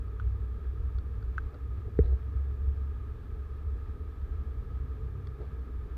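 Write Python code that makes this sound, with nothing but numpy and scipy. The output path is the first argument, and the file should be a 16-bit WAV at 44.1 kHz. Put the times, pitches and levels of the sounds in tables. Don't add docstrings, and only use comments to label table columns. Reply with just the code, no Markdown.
import sys
import numpy as np
from scipy.fft import rfft, irfft, next_fast_len
from scipy.io import wavfile
from scipy.ndimage import map_coordinates

SR = 44100
rng = np.random.default_rng(int(sys.argv[2]) if len(sys.argv) > 2 else 0)


def wav_record(signal):
    frames = np.transpose(np.atleast_2d(signal))
    bounded = np.clip(frames, -1, 1)
    quanta = np.round(bounded * 32767).astype(np.int16)
    wavfile.write(sys.argv[1], SR, quanta)


N = 263277

# frequency in Hz, spectrum level in dB.
SCRATCH_SPECTRUM = [(900, -10), (2000, 9), (2900, -8), (4000, 2), (4800, -7), (6500, -24.5)]


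def engines():
    # time in seconds, level in dB.
    near_levels = [(0, -40.5), (0.35, -33), (0.75, -30.5), (1.15, -37), (2.25, -40), (2.39, -31),
                   (2.54, -40), (2.68, -32), (2.95, -33.5), (3.15, -42), (4.45, -41), (4.9, -53)]
    # start and end in seconds, firing rate at the start in Hz,
    # its change in Hz per second, level in dB.
    queue = [(0, 0.25, 96, 2, -45), (0.46, 3.29, 99, 5.5, -51.5), (4.8, 5.35, 126.7, 8, -50),
             (4.9, 5.2, 93.5, 0, -45), (4.3, 5.97, 62.8, -0.64, -40)]
    firing_hz, climb_hz_per_s, fade_db_per_s = 59.64, 3.2, 33
    t = clock()
    near_db = np.interp(t, *np.transpose(near_levels))
    out = exhaust(firing_hz + climb_hz_per_s * t, near_db, overtone_db=-31.5, uneven_db=3.0)
    for start, end, hz, hz_per_s, db in queue:
        fade_db = fade_db_per_s * np.abs(t - np.clip(t, start, end))
        out += exhaust(hz + hz_per_s * (t - start), db - fade_db, overtone_db=-26.5, uneven_db=2.7)
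    return out


def exhaust(hz, db, overtone_db, uneven_db):
    phase = 2 * np.pi * (np.cumsum(hz) / SR + rng.random())
    overtones = np.sin(2 * phase) + np.sin(3 * phase) / 2
    tone = np.sin(phase) + amp(overtone_db) * overtones
    return np.sqrt(2) * tone * amp(db + uneven_db * wobble(18))


def wind():
    # frequency in Hz, spectrum level in dB.
    buffet_spectrum = [(12, -31), (22, -12), (32, -3), (43, -4), (55, 1), (68, 2.5), (82, -4), (95, -5),
                       (115, -15), (160, -26.5), (260, -52.5)]
    # time of the gust's peak in seconds, half length in seconds, rise in dB.
    gusts = [(2.05, 0.07, 7), (2.7, 0.06, 2.5), (4.452, 0.035, 5), (5.927, 0.058, 5)]
    start_db, fall_db_per_s, flutter_db = -37, 0.45, 2.0
    gust_db = sum(db * swell(s, half) for s, half, db in gusts)
    level_db = start_db - fall_db_per_s * clock() + gust_db + flutter_db * wobble(12)
    return amp(level_db) * noise(buffet_spectrum)


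def rain():
    # start in seconds, wall ring in dB, wall pitch ratio,
    # tick level in dB, tick centre in Hz.
    drops = [(0.081, -53, 0.86, -65.5, 4600), (0.1983, -34.5, 0.96, -58, 3700),
             (0.9848, -48.5, 0.92, -53, 4200), (1.2267, -49.5, 0.97, -61, 4500),
             (1.3806, -23.5, 1.01, -53.5, 3560), (1.5428, -50, 0.93, -60, 4600),
             (2.0793, -60, 0.94, -64.5, 4400), (3.2344, -53, 0.9, -77, 3400),
             (4.5090, -52, 0.92, -68, 3500), (5.2714, -48.5, 0.87, -53, 4350)]
    # frequency in Hz, level in dB, t60 in seconds.
    wall_modes = [(1277, -1.5, .019), (1532, -0.5, 0.024), (2070, -21.5, 0.018), (2550, -26.5, 0.023),
                  (3430, -29.5, 0.011), (5650, -38.5, .012), (6250, -41, 0.014), (6760, -44, .014)]
    tick_modes = [(3260, -5.5, 0.022), (3470, -2, 0.025), (3810, -7.5, .016), (4340, 0, 0.0089),
                  (4590, -4, 0.023), (4880, -10, 0.018)]
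    splash_decay_s, splash_db, tick_slope_db_per_hz = 0.0025, -3, 0.009
    t, out = clock(), np.zeros(N)
    splash_noise = noise(SCRATCH_SPECTRUM)
    for s, wall_db, ratio, tick_db, centre_hz in drops:
        wall = [(hz * ratio, db, t60) for hz, db, t60 in wall_modes]
        tick = [(hz, db - tick_slope_db_per_hz * abs(hz - centre_hz), t60) for hz, db, t60 in tick_modes]
        burst = (t >= s) * np.exp(-np.abs(t - s) / splash_decay_s)
        splash = amp(splash_db) * burst * splash_noise
        out += amp(wall_db) * strike(wall, s) + amp(tick_db) * (strike(tick, s) + splash)
    return out


def mount():
    # frequency in Hz, level in dB.
    knock_spectrum = [(25, -37), (60, -14.5), (110, -11.5), (160, -18), (240, -19.5), (290, -16),
                      (345, -20), (405, -11), (455, -10), (560, -33.5), (1000, -53.5), (1280, -50),
                      (2000, -48.5), (2700, -78), (4000, -72.5), (6500, -96)]
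    knock_s, knock_db = 1.9902, -10.5
    shudder_delay_s, shudder_hz, shudder_db = 0.12, 63, -21.5
    out = sway(knock_s, db=-14.5, start_hz=161.6, end_hz=48.2, settle_s=0.011, rise_s=0.018)
    out -= amp(knock_db) * thump(knock_spectrum, knock_s)
    shudder = np.sin(2 * np.pi * shudder_hz * (clock() - knock_s))
    return out + amp(shudder_db) * swell(knock_s + shudder_delay_s, half_s=0.047) * shudder


def sway(s, db, start_hz, end_hz, settle_s, rise_s):
    t = np.maximum(clock() - s, 0)
    cycles = end_hz * t + (start_hz - end_hz) * settle_s * (1 - np.exp(-t / settle_s))
    envelope = (t / rise_s * np.exp(1 - t / rise_s)) ** 2
    return amp(db) * envelope * np.sin(2 * np.pi * cycles)


def soft_contacts():
    # peak time in seconds, half length in seconds, dull part in dB, grainy part in dB.
    contacts = [(1.549, 0.012, -45.5, -79), (1.883, 0.01, -49.5, -83.5), (2.048, .012, -50, -66),
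                (2.084, 0.018, -50, -74), (2.13, 0.015, -50, -76), (5.419, 0.016, -45.5, -77),
                (5.46, .035, -63, -76)]
    # frequency in Hz, spectrum level in dB.
    dull_spectrum = [(120, -16), (250, -6.5), (430, 12), (560, -5), (750, -4), (1100, -26)]
    dull = noise(dull_spectrum)
    grain = unit(noise(SCRATCH_SPECTRUM) * amp(3 * wobble(300)))
    return sum(swell(s, half) * (amp(dull_db) * dull + amp(grain_db) * grain)
               for s, half, dull_db, grain_db in contacts)


def traffic():
    # frequency in Hz, spectrum level in dB.
    road_spectrum = [(70, -21), (140, 2.5), (200, -1), (290, -0.5), (350, -5.5), (400, -0.5), (440, 3.5),
                     (475, -5), (530, -13.5), (700, -22.5), (1100, -42.5)]
    spray_spectrum = [(300, -24.5), (600, -11), (820, -7.5), (1000, -9.5), (1130, -5.5), (1260, 3.5),
                      (1450, -14), (1650, -6), (1950, -16.5), (2400, -17), (2900, -23.5), (3350, -21.5),
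                      (4500, -29), (7500, -42)]
    road_db, spray_db, rise_db_per_s = -54, -61.6, 0.12
    nearness_db = rise_db_per_s * clock()
    road = amp(road_db + nearness_db + 0.9 * wobble(13)) * noise(road_spectrum)
    spray = amp(spray_db + nearness_db + 0.46 * wobble(14)) * noise(spray_spectrum)
    return road + spray


def strike(modes, s):
    t, ring = np.arange(SR // 8) / SR, 0
    for k, (hz, db, t60) in enumerate(modes):
        decay = np.exp(-np.log(1000) * t / t60)
        ring += (-1) ** k * amp(db) * decay * np.sin(2 * np.pi * hz * t)
    return np.pad(ring, (round(s * SR), N))[:N]


def thump(spectrum, s, size=16384):
    hz, db = np.transpose(spectrum)
    bin_hz = np.fft.rfftfreq(size, 1 / SR)
    gain = amp(np.interp(np.log(bin_hz + 1), np.log(hz), db))
    cepstrum = irfft(np.log(gain))[:size // 2]
    cepstrum[1:] *= 2
    answer = irfft(np.exp(rfft(cepstrum, size)))
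    return np.pad(answer / np.abs(answer).max(), (round(s * SR), N))[:N]


def noise(spectrum):
    hz, db = np.transpose(spectrum)
    log_hz = np.log(np.r_[hz[0] / 2, hz, hz[-1] * 2])
    db = np.r_[db[0] - 20, db, db[-1] - 20]
    white = rng.standard_normal(N)
    return unit(filtered(white, lambda f: amp(np.interp(np.log(f + 1), log_hz, db, -np.inf, -np.inf))))


def filtered(x, response):
    size = next_fast_len(N + SR // 2)
    gain = response(np.fft.rfftfreq(size, 1 / SR))
    return irfft(rfft(x, size) * gain, size)[:N]


def swell(s, half_s):
    return np.exp(-.5 * ((clock() - s) / half_s) ** 2)


def wobble(rate):
    knots = rng.standard_normal(int(N * rate / SR) + 4)
    return map_coordinates(knots, [clock() * rate])


def amp(db):
    return 10 ** (np.asarray(db) / 20)


def unit(x):
    return x / np.sqrt(np.mean(x ** 2) + 1e-20)


def clock():
    return np.arange(N) / SR


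def scene():
    return (engines() + wind() + traffic() + rain() + mount() + soft_contacts())[None]


def record(dry):
    # frequency in Hz, spectrum level in dB.
    hiss_spectrum = [(2000, -1), (6000, -0.5), (8000, -1.5), (12000, -1), (15400, 2)]
    hiss_db, top_hz = -80, 15550
    hiss = amp(hiss_db) * noise(hiss_spectrum)
    return filtered(dry[0] + hiss, lambda hz: hz < top_hz)[None]


dry = scene()
out = record(dry)
wav_record(out)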